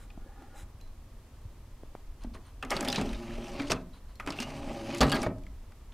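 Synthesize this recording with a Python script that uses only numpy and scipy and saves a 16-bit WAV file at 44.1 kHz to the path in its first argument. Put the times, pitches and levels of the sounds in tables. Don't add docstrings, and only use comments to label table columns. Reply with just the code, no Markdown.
import sys
import numpy as np
from scipy import signal
from scipy.fft import rfft, irfft, next_fast_len
from scipy.io import wavfile

SR = 44100
rng = np.random.default_rng(int(sys.argv[2]) if len(sys.argv) > 2 else 0)


def unload_audio(sound):
    columns = np.transpose(np.atleast_2d(sound))
    steps = np.round(np.clip(columns, -1, 1) * 32767)
    wavfile.write(sys.argv[1], SR, steps.astype(np.int16))


def gain_from_db(level_db):
    decades = np.asarray(level_db, float) / 20
    return 10 ** decades


N = 261733


def rms_one(x):
    return x / np.sqrt(np.mean(x ** 2) + 1e-20)


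def in_time(rows, outside=None):
    s, *columns = np.transpose(rows)
    return [np.interp(np.arange(N) / SR, s, c, outside, outside) for c in columns]


def band(x, low_hz, high_hz):
    return signal.sosfilt(signal.butter(2, [low_hz, min(high_hz, .45 * SR)], "band", fs=SR, output="sos"), x)


def low_pass(x, hz):
    return signal.sosfilt(signal.butter(4, min(hz, .45 * SR), fs=SR, output="sos"), x)


def resonate(x, hz, width_hz):
    r = np.exp(-np.pi * width_hz / SR)
    edge = (1 - r * r) / 2
    return signal.lfilter([edge, 0, -edge], [1, -2 * r * np.cos(2 * np.pi * hz / SR), r * r], x)


def body(x, peaks):
    return sum((-1) ** k * gain_from_db(db) * resonate(x, hz, width) for k, (hz, width, db) in enumerate(peaks))


def wavering(x, peaks, swing_db, rate):
    out = np.zeros(N)
    for k, (hz, width, db) in enumerate(peaks):
        out += (-1) ** k * gain_from_db(db + swing_db * drift(rate)) * resonate(x, hz, width)
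    return out


def gliding(x, peaks, ratio, swing_db, wander):
    out = np.zeros(N)
    for hz, width, db in peaks:
        turn = np.exp(2j * np.pi * np.cumsum(hz * (ratio + wander * drift(9))) / SR)
        r = np.exp(-np.pi * width / SR)
        ring = 2 * np.real(turn * signal.lfilter([1 - r], [1, -r], x / turn))
        out += gain_from_db(db + swing_db * drift(8.9)) * ring
    return out


def drift(rate):
    r = np.exp(-80 * np.pi * rate / SR)
    slow = signal.lfilter([1], [1, -2 * r, r * r], rng.standard_normal(N // 40 + 2002))[2000:]
    return np.interp(np.arange(N) / 40, np.arange(len(slow)), rms_one(slow))


def coloured(spectrum):
    hz, db = np.transpose(spectrum)
    size = next_fast_len(N)
    shape = gain_from_db(np.interp(np.log(np.fft.rfftfreq(size, 1 / SR) + 1), np.log(hz), db))
    return rms_one(irfft(rfft(rng.standard_normal(size)) * shape, size)[:N])


def grit(per_s, spread_db, smooth):
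    sizes = gain_from_db(spread_db * np.minimum(rng.exponential(1, N), 4)) * rng.choice([-1, 1], N)
    impacts = sizes * (rng.random(N) < per_s / SR)
    return rms_one(impacts) + smooth * rng.standard_normal(N)


def rattle(noise, length_s):
    return noise * np.exp(-np.arange(len(noise)) / SR / max(length_s, .0003))


def add(out, s, sound, db):
    i = round(s * SR)
    out[i:i + len(sound)] += (gain_from_db(db) * sound / np.max(np.abs(sound)))[:N - i]


def strokes(rows, peaks):
    swell, t = np.zeros(N), np.arange(N) / SR
    for s, length, db in rows:
        swell += gain_from_db(db) * np.sin(np.pi * np.clip((t - s) / length, 0, 1)) ** 0.93
    rub = body(grit(per_s=4600, spread_db=13.5, smooth=2.6), peaks)
    return swell * gain_from_db(0.9 * drift(60)) * rms_one(rub)


# time_s, gear_load_db, sliding_db
DRIVE = [
    [(2.63, -73, -82), (2.69, -76, -77), (2.716, -40.5, -59), (2.886, -36, -58), (3.09, -47, -59),
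     (3.22, -49, -63.5), (3.6, -46, -60), (3.72, -47, -64), (3.83, -76, -74)],
    [(4.2, -69, -80), (4.27, -44, -94), (4.372, -46, -61.5), (4.78, -42, -61), (4.93, -43.5, -57),
     (5.09, -43.5, -57.5), (5.128, -35.5, -61.5), (5.245, -34, -69), (5.34, -76, -100)],
]
# pitch_hz, width_hz, level_db
CASE = [(140, 11.6, -0.5), (187.4, 13, -3.5), (237, 13.5, 2), (282.3, 13.8, 1.5), (375, 67, -7.5),
        (556.6, 23, -4.5), (628, 47, -5.5), (815.6, 24.4, -4.5), (899, 63, -14.5), (1170, 89, -20.5)]
# pitch_hz, width_hz, level_db
TRAY = [(1250, 91, 10.1), (1670, 780, 0.17), (2450, 680, 7), (2950, 290, 2.1), (3900, 69, 4.1),
        (4800, 1100, 7.1)]
# pitch_hz, width_hz, level_db
RAIL = [(5930, 490, 0.5), (8280, 250, -3), (9200, 1200, -10), (12400, 4200, -20)]
# time_s, tray_pitch_ratio, rail_pitch_ratio
OVERHANG = [(3.0, 1.08, 0.96), (3.25, 0.95, 1.08), (3.45, 1.09, 0.99), (3.6, 0.88, 1.0), (4.45, 0.95, 1.03),
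            (4.6, 0.98, 1.0), (4.75, 0.98, 1), (4.92, 1.02, 1.11), (5.1, 0.93, 1.4)]


def drive():
    load_db, slide_db = (np.maximum(*pair) for pair in zip(*(in_time(run, -120) for run in DRIVE)))
    rasp = gain_from_db(load_db - 20) + gain_from_db(slide_db + 7)
    shared_db = 1.2 * drift(25)
    friction = grit(per_s=990, spread_db=2.0, smooth=1.0)
    gears = grit(per_s=430, spread_db=1.5, smooth=0.46)
    wash = np.roll(friction, SR)
    tray_ratio, rail_ratio = in_time(OVERHANG)
    case = body(gears, CASE) + 0.042 * band(wash, 130, 820)
    tray = gliding(friction, TRAY, tray_ratio, swing_db=2.5, wander=0.014)
    tray = low_pass(tray + 0.77 * band(wash, 920, 7300), 3800)
    rail = gliding(friction, RAIL, rail_ratio, swing_db=2.0, wander=0.015)
    rail = band(rail + 0.89 * low_pass(wash, 7900), 3600, 14700)
    low = gain_from_db(load_db + shared_db + 2.0 * drift(20)) * rms_one(low_pass(case, 1950))
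    mid = rasp * gain_from_db(shared_db + 1.1 * drift(35)) * rms_one(tray)
    high = gain_from_db(slide_db + shared_db + 1.1 * drift(35)) * rms_one(rail)
    return low + mid + high


# on_s, off_s, first_level_db, last_level_db
MOTOR_RUNS = [
    (2.807, 3.745, -46.5, -43.5),
    (4.425, 5.302, -52.5, -35),
]


def motor_on():
    t, edge_s, level = np.arange(N) / SR, 0.0061, np.zeros(N)
    for on, off, first_db, last_db in MOTOR_RUNS:
        fade = np.clip(np.minimum(t - on, off - t) / edge_s + .5, 0, 1)
        level += gain_from_db(np.interp(t, [on, off], [first_db, last_db])) * fade
    return level


# time_s, pitch_hz
MOTOR_HZ = [(2.6, 110.9), (3.2, 115.4), (3.8, 117.5), (4.2, 112.7), (4.7, 113.2), (5.4, 115.2)]
MOTOR_ORDERS = [1, 2, 3, 5, 7, 8.5]
# time_s, then level_db of each multiple
HUM_COLOUR = [(2.9, -9.5, 2.5, -2, -12, -23, -16), (3.2, -5.5, 2, 0, -11, -13, -16),
              (3.5, -8, 2.5, -1.5, -11, -15, -20), (3.7, -6, -8, -10, -5, -16, -26),
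              (4.5, -0.5, 1.5, -13, -9, -9, -17), (4.85, 0, -2.5, 1, -6, -10, -17),
              (5.25, -13, -6.5, -4, -10, -17, -19)]


def motor_hum():
    turns = 2 * np.pi * np.cumsum(in_time(MOTOR_HZ)[0] * (1 + 0.014 * drift(9.03))) / SR
    tone = np.zeros(N)
    for k, db in zip(MOTOR_ORDERS, in_time(HUM_COLOUR)):
        tone += gain_from_db(db + 2.6 * drift(22)) * np.sin(k * turns)
    return motor_on() * rms_one(tone)


# start_s, peak_db, pitch_hz, rattle_s
KNOCKS = [(0.418, -47, 320, 0.0074), (2.245, -37, 244, 0.01), (2.27, -48, 237, 0.008),
          (2.349, -38.5, 260, 0.018), (2.632, -33, 259, 0.032), (2.709, -27.5, 567, 0.019),
          (2.718, -31, 380, 0.033), (2.978, -18.5, 216, 0.023), (2.994, -21, 200, 0.013),
          (3.014, -20, 266, 0.0056), (3.599, -25.5, 276, 0.016), (3.702, -22, 624, 0.011),
          (3.72, -22, 257, 0.02), (4.195, -45, 235, 0.015), (4.272, -29, 269, 0.017),
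          (4.306, -32.5, 305, 0.0051), (4.387, -33.5, 292, 0.014), (4.401, -26, 237, 0.0046),
          (5.0057, -16, 233, 0.0075), (5.019, -16.5, 150, 0.014), (5.03, -10.5, 263.5, 0.0045),
          (5.023, -16.5, 587, 0.0053), (5.011, -14.5, 795, 0.013), (5.059, -23.5, 140, 0.0028),
          (5.122, -42, 250, 0.007), (5.264, -18, 607, 0.0066), (5.281, -28, 260, 0.013)]


def knocks():
    out = np.zeros(N)
    for (s, db, hz, length), noise in zip(KNOCKS, rng.standard_normal((len(KNOCKS), 9000))):
        push = band(rattle(noise, length), 54, 720)
        ring = 0.2 * body(push, CASE[:8]) + 2.76 * resonate(push, hz, 0.08 * hz)
        add(out, s, .5 * push + ring, db - 0.5)
    return out


# start_s, peak_db, top_db, pitch_hz
SNAPS = [(0.1024, -42.5, -42, 2520), (0.4219, -52.5, -1, 2490), (2.2363, -51, 9.5, 2800),
         (2.3384, -44, -15, 4000), (2.885, -20.5, -21, 4900), (2.9012, -31, -3, 5000),
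         (2.9274, -20, -4.5, 2820), (3.5976, -22.5, -26, 2340), (3.6194, -31, -6, 2120),
         (3.6325, -49, -17, 2420), (3.6716, -35, -10, 2880), (3.703, -20.5, -14, 2930),
         (4.155, -50, 3, 4100), (4.4274, -26.5, -12, 2700), (4.9034, -32, -10, 2376),
         (4.9474, -42.5, 13, 2238), (4.9732, -45.5, 14, 2073), (5.0657, -36, -16, 2820),
         (5.0965, -25.5, -2, 2950), (5.1054, -32, 0, 2980), (5.2175, -27, -6, 5430), (5.436, -49, -1, 2310),
         (5.466, -39, -12, 2200), (5.9212, -43, -37, 3360)]
# start_s, peak_db, top_db, pitch_hz
CHATTERS = [(2.8482, -28, -2, 2200), (2.9445, -22.5, -14, 2520), (2.9579, -20, -18, 3900),
            (2.9837, -22.5, -15, 2210), (3.0124, -26.5, -6, 2590), (3.1304, -31.5, -8, 2450),
            (3.7095, -23, -20, 4400), (4.3214, -29.5, -9, 2700), (4.4015, -23, -6, 2670),
            (4.9816, -38, 6.5, 4460), (5.0064, -16, -5, 4500), (5.1571, -26, -9, 2100)]
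# start_s, peak_db, top_db, pitch_hz
CLACKS = [(0.8107, -57, 7, 4000), (0.876, -61, 5, 4200), (2.3455, -44, -1, 1990),
          (2.3689, -46.5, -20, 1970), (2.7051, -23.5, 2, 5430), (2.7656, -20.5, -9, 4530),
          (2.8082, -27.5, 6, 2440), (2.8761, -23, -14, 3460), (3.149, -37, -19, 3630),
          (3.2311, -41, -16, 2800), (3.3055, -37, -20, 1960), (3.7184, -14.5, -4.5, 2470),
          (4.2633, -31, -5, 2360), (4.3042, -26.5, -2, 4640), (4.3874, -32, -31, 2790),
          (4.4206, -26.5, -3.5, 2320), (5.0826, -35, -8, 3610), (5.1181, -17, -8, 3620)]
# start_s, peak_db, top_db, pitch_hz
TAPS = [(1.9515, -49, -22, 2370), (2.6259, -24.5, -17, 2750), (2.649, -35.5, -2.5, 2050),
        (2.699, -33, -16, 3240), (2.8274, -28.5, -12, 1700), (3.6989, -27.5, -10, 2300),
        (4.1984, -28, -15, 2540), (4.2976, -47, 7, 2280), (4.6942, -46, -25, 2219),
        (5.2674, -32.5, -23, 1880), (5.3837, -56, 7, 2730), (5.7204, -51.5, -3, 2204)]
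# start_s, peak_db, top_db, pitch_hz
SLAMS = [(2.7138, -20.5, -15, 2130), (4.2737, -28, -8, 2480), (5.0105, -13, -7, 4600),
         (5.0294, -21.5, -9, 4020), (5.1233, -21, -3.5, 3300), (5.1459, -25.5, -13, 4700),
         (5.2304, -27.5, -6, 2200)]
# events, case_share_db, rattle_s
CONTACTS = [(SNAPS, -8, 0.0058), (CHATTERS, -12, 0.017), (CLACKS, -1.2, 0.0066), (TAPS, 5.8, 0.0063),
            (SLAMS, 6.5, 0.015)]


def ticks():
    out = np.zeros(N)
    rows = [(*row, body_db, length) for table, body_db, length in CONTACTS for row in table]
    for (s, db, top_db, hz, body_db, length), noise in zip(rows, rng.standard_normal((len(rows), 3, 5000))):
        hit, bright, deep = (rattle(n, length * k) for n, k in zip(noise, (.8, .38, 1.4)))
        around = band(rattle(noise[2], length), max(0.56 * hz, 1100), 2.0 * hz)
        clack = around + .5 * body(hit, TRAY[1:]) + 4.2 * resonate(hit, hz, 310)
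        hollow = band(deep, 620, 1196) + 0.82 * body(deep, CASE[5:] + TRAY[:2])
        add(out, s, low_pass(clack, 0.74 * hz + 2200), db - 5.5)
        add(out, s, band(bright, 2540, 8600), db + top_db - 2.0)
        add(out, s, hollow, db + body_db - 8.5)
    return out


# start_s, peak_db, pitch_hz, rattle_s
PINS = [(2.707, -25.5, 8750, 0.002), (2.7165, -30, 8800, .003), (2.7552, -42, 5200, .004),
        (2.7737, -28, 2900, 0.0036), (2.8077, -26.5, 7440, 0.0014), (2.8273, -39, 12700, 0.0036),
        (2.848, -36, 9530, .002), (2.883, -27.5, 9000, 0.0024), (2.886, -34, 12000, .002),
        (2.9005, -40, 12500, .002), (2.919, -31, 5500, 0.0044), (2.9268, -24, 6000, .0015),
        (2.95, -40, 9900, .005), (2.9600, -25, 6400, .002), (3.0121, -35.5, 7590, 0.0018),
        (3.0593, -55, 5850, .002), (3.0793, -52, 6170, .002), (3.0977, -49, 5020, .002),
        (3.482, -44, 6220, 0.0022), (3.5183, -44, 6170, 0.0022), (3.71, -23.5, 5900, .002),
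        (4.4673, -55, 5000, .002), (4.5048, -47, 5760, 0.0023), (4.845, -45, 5130, 0.0024),
        (4.948, -35, 7810, .003), (5.0135, -17, 6440, 0.0048), (5.0135, -32, 14000, .003),
        (5.033, -33, 9870, .003), (5.0335, -39, 13500, .003), (5.0677, -38, 6300, .003),
        (5.1255, -35, 12500, .003), (5.1435, -39, 14000, .002), (5.153, -36, 9250, .005),
        (5.219, -39, 6116, .003), (5.2294, -33.5, 9200, .005), (5.246, -46, 12120, 0.0022),
        (5.269, -51, 5940, 0.0043), (0.4219, -53, 1500, 0.0026), (2.209, -62, 3000, .004),
        (5.7204, -54, 1610, 0.0029), (3.7179, -19.5, 5600, 0.0044), (3.7045, -24, 4360, .004),
        (4.3046, -30, 4800, 0.0034), (4.402, -30.5, 5000, .004), (4.428, -30, 6150, 0.0036),
        (2.35, -43, 940, 0.012), (3.091, -40, 3750, 0.0067), (0.1026, -51.5, 2590, 0.0023),
        (4.2745, -29, 1360, 0.0056), (3.307, -44, 1650, .005)]
SMALL_S = [2.7215, 2.79, 2.866, 2.911, 3.383, 3.419, 3.457, 3.469, 3.711, 3.713, 4.2035, 4.209, 4.224,
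           4.2855, 4.292, 4.375, 4.3878, 4.438, 4.695, 5.0195, 5.0835, 5.0975, 5.106, 5.135, 5.151, 5.1655,
           5.171, 5.2185]
# peak_db, pitch_hz, rattle_s
SMALL_TOUCH = [(-27.5, 720, .008), (-34, 1430, .006), (-34, 1950, .005), (-36, 2400, .004),
               (-37.5, 440, .003), (-43, 3200, .008), (-43, 2700, .005), (-40, 2800, .002), (-29, 800, .006),
               (-30, 2000, .005), (-39, 2400, .003), (-41, 1900, .005), (-45, 1300, .012), (-34, 930, .008),
               (-36, 2300, .004), (-42, 2800, .005), (-31, 2650, .002), (-36.5, 4200, .003),
               (-45, 2600, .005), (-25, 3400, .005), (-35, 4000, .003), (-36, 4600, .002), (-35, 4700, .002),
               (-29, 1500, .01), (-30, 3300, .006), (-28.5, 4000, .004), (-34, 1800, 0.0036),
               (-33, 5600, .0025)]


def pins():
    out = np.zeros(N)
    rows = PINS + [(s, *touch) for s, touch in zip(SMALL_S, SMALL_TOUCH)]
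    for (s, db, hz, length), noise in zip(rows, rng.standard_normal((len(rows), 2000))):
        touch = rattle(noise, length) + 2.0 * rattle(noise, 0.00021)
        add(out, s, resonate(touch, hz, 0.14 * hz) + 0.16 * band(touch, 0.81 * hz, 1.26 * hz), db)
    return out


# start_s, length_s, level_db
GRINDS = [(2.70, 0.1, -52), (2.86, 0.18, -48.5), (3.665, 0.032, -51), (3.697, 0.045, -38.5),
          (4.26, 0.1, -60), (4.40, 0.041, -47), (5.005, 0.03, -40.5), (5.06, 0.08, -49),
          (5.14, 0.14, -50.5)]
# pitch_hz, width_hz, level_db
CAM = [(3550, 1050, 1), (4900, 750, 2.5), (6400, 500, -0.5), (8800, 920, -5), (10000, 1200, -14)]


def cam_grind():
    return strokes(GRINDS, CAM)


# start_s, pitch_hz, level_db, fade_s (time to fall by 60 dB)
PING = [(0.8125, 4065, -62, 0.32), (.8125, 4100, -68, .15), (.8125, 4560, -67, .06),
        (.8125, 11710, -66, .05), (.803, 2500, -60, .03), (3.9335, 3955, -58, .12),
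        (4.1565, 4210, -64, 0.15), (4.1565, 5510, -69, .08), (4.1565, 11710, -64, .07),
        (2.4655, 9010, -59, 0.055)]
# start_s, pitch_hz, level_db, fade_s
CLAMP = [(2.877, 3300, -34, 0.018), (2.886, 4900, -33, 0.049), (2.886, 3610, -26, 0.02),
         (2.901, 3600, -26, 0.017), (2.927, 3940, -26.5, 0.037), (3.147, 3650, -41, 0.044),
         (4.389, 2770, -30, 0.031), (4.401, 2720, -37, 0.05), (4.43, 2870, -36.5, 0.083),
         (5.097, 2880, -34, .1), (5.123, 4630, -26, 0.042), (5.118, 9830, -30.5, 0.014),
         (5.123, 1623, -28, 0.15), (3.719, 1260, -24.5, 0.021), (5.144, 4500, -30, 0.019),
         (2.901, 4900, -34, 0.051), (5.232, 2240, -37, 0.12)]
# start_s, pitch_hz, level_db, fade_s
SHELF = [(2.248, 253, -32, 0.051), (3.721, 181.7, -38.5, 0.66), (3.719, 170, -40, 0.56),
         (5.27, 110, -36, 0.48), (5.269, 371, -47.5, 0.6), (5.275, 188, -35.5, 0.65),
         (5.278, 270, -38.5, 0.54), (2.268, 220, -38.5, 0.14), (5.012, 82, -21.5, 0.11),
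         (5.05, 139.4, -24.5, 0.2), (2.98, 99, -34.5, 0.27)]


def ringing_parts():
    out = np.zeros(N)
    t, shake, bend = np.arange(SR // 2) / SR, drift(25), drift(14.6)
    for rows, rough in ((PING, 0), (CLAMP, 0.25), (SHELF, 0.65)):
        for (s, hz, db, t60), i in zip(rows, rng.integers(0, N - len(t), len(rows))):
            phase = 2 * np.pi * hz * np.cumsum(1 + 0.035 * rough * bend[i:i + len(t)]) / SR
            fade = gain_from_db(-60 * t / t60 + 5.1 * rough * shake[i:i + len(t)])
            add(out, s, np.sin(phase) * fade, db)
    return out


# time_s, level_db
SPIN = [(0, -60), (.1, -68.5), (.28, -61.5), (.32, -63.5), (.4, -58.5), (.5, -59), (.56, -56), (.63, -60),
        (.68, -88)]
# pitch_hz, width_hz, level_db
WHIRR = [(257, 55, 6.5), (533, 42, 3), (810, 30, 10.5), (1070, 60, -7), (1220, 60, -0.5), (1440, 16, 7.5),
         (1680, 68, -4), (2050, 85, -16)]


def spin_down():
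    whirr = wavering(rng.standard_normal(N), WHIRR, swing_db=4.0, rate=14.0)
    return gain_from_db(in_time(SPIN, -120)[0]) * rms_one(whirr)


# start_s, length_s, level_db
SLIDES = [
    (-.03, 0.096, -63.5),
    (.54, 0.11, -56.5),
]
# pitch_hz, width_hz, level_db
RUB = [(1510, 1100, 2.5), (4000, 99, 6), (5000, 160, -1), (7000, 560, -0.5), (7700, 160, 6),
       (9500, 940, -1), (13500, 550, -6)]
# start_s, length_s, level_db
TOUCHES = [(2.205, 0.056, -57.5), (2.335, 0.036, -52), (2.43, 0.083, -61.5), (3.92, 0.08, -60.5),
           (4.07, 0.064, -63)]
# pitch_hz, width_hz, level_db
PAD = [(1010, 350, 10.5), (3240, 490, 2.5), (4200, 360, 2.5), (6600, 800, -11), (8900, 350, -4)]


def fingertips():
    return strokes(SLIDES, RUB) + strokes(TOUCHES, PAD)


# start_s, peak_db, pitch_hz, cycles
BUMPS = [(0.176, -34.5, 241, 1), (0.176, -45, 660, 3.1), (0.219, -47, 330, 0.87), (0.262, -45, 303, 1.5),
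         (0.631, -36.5, 73, 1.6), (0.746, -42.5, 88, 1.3), (1.453, -32.5, 85.5, 1.14),
         (1.695, -58, 203, 0.67), (1.8345, -35, 410, 0.75), (1.9516, -27.5, 607, 0.49),
         (5.007, -21, 60.4, 2.5), (4.258, -39, 33, 0.6), (4.233, -41, 45, 0.7), (5.21, -32, 50, 0.6)]


def bumps():
    out, t = np.zeros(N), np.arange(SR // 10) / SR
    for s, db, hz, cycles in BUMPS:
        add(out, s, -np.sin(2 * np.pi * hz * t) * np.exp(-(hz * t / cycles) ** 2), db)
    return out


def room(x):
    t60_s, wall_cut_hz, stir_s = 0.44, 1250, .0006
    out, dull = np.zeros(N), np.exp(-2 * np.pi * wall_cut_hz / SR)
    for k, lag in enumerate((rng.uniform(0.015, .045, 16) * SR).astype(int)):
        loop, gain, state = x.copy(), gain_from_db(-60 * lag / SR / t60_s), [0.]
        for i in range(lag, N, lag):
            back, state = signal.lfilter([gain * (1 - dull)], [1, -dull], loop[i - lag:i], zi=state)
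            loop[i:i + lag] += back[:N - i]
        out += (loop - x) * (-1) ** k
    return np.interp(np.arange(N) + stir_s * SR * drift(6.06), np.arange(N), out)


SCATTER_S = [.0047, .0031, .0017]


def scatter(x):
    for lag in (np.array(SCATTER_S) * SR).astype(int):
        b = np.zeros(lag + 1)
        b[0], b[-1] = -.6, 1
        x = signal.lfilter(b, b[::-1], x)
    return x


# pitch_hz, level_db (per Hz)
AIR = [(8.8, -10), (15, -1), (39, -2.5), (97, -14), (190, -31.5), (213, -26.5), (442, -36.5), (610, -37),
       (685, -39), (1190, -40.5), (1420, -47), (1600, -46.5), (2620, -49.5), (11000, -58), (16000, -60.5)]
# time_s, level_db
SWAYS = [(0, -62), (.2, -55), (1.45, -69), (2.06, -49.5), (2.31, -47), (2.74, -46), (3.1, -40),
         (3.349, -44.5), (3.75, -53), (4.65, -47.5), (5.18, -47), (5.33, -47), (5.53, -48), (5.85, -54)]


def background():
    air, t, sway_s = coloured(AIR), np.arange(N) / SR, 0.077
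    sway = gain_from_db(-47 - 0.3 * drift(3.3))
    for s, db in SWAYS:
        sway += gain_from_db(db) * np.exp(-((t - s) / sway_s) ** 2)
    lumps = sway * gain_from_db(1.25 * drift(24)) * rms_one(band(air, 15.3, 142.0))
    return gain_from_db(-41.5) * band(air, 79.0, 24000) * gain_from_db(0.29 * drift(13.0)) + lumps


# pitch_hz, level_db (per Hz)
SPREAD = [(59, -33), (100, 7), (140, -2), (197, 0.5), (1610, -1.5), (6700, -3), (12700, -6.5), (16000, -10)]


def circuit_noise():
    return gain_from_db(-71) * coloured(SPREAD) * np.array([[1], [-1]])


def scene():
    player = drive() + motor_hum() + ticks() + knocks() + ringing_parts() + spin_down() + fingertips()
    echoes = gain_from_db(-18) * scatter(room(player))
    close = pins() + cam_grind() + bumps()
    return player + echoes + close + background() + circuit_noise()


def band_limit(x):
    return signal.sosfilt(signal.butter(12, 16640, fs=SR, output="sos"), x)


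def record(dry):
    rounded = 0.54 * np.tanh(dry / 0.54)
    mix = signal.sosfilt(signal.cheby2(12, 60, 16500, fs=SR, output="sos"), rounded)
    return band_limit(mix)


dry = scene()
out = record(dry)
unload_audio(out)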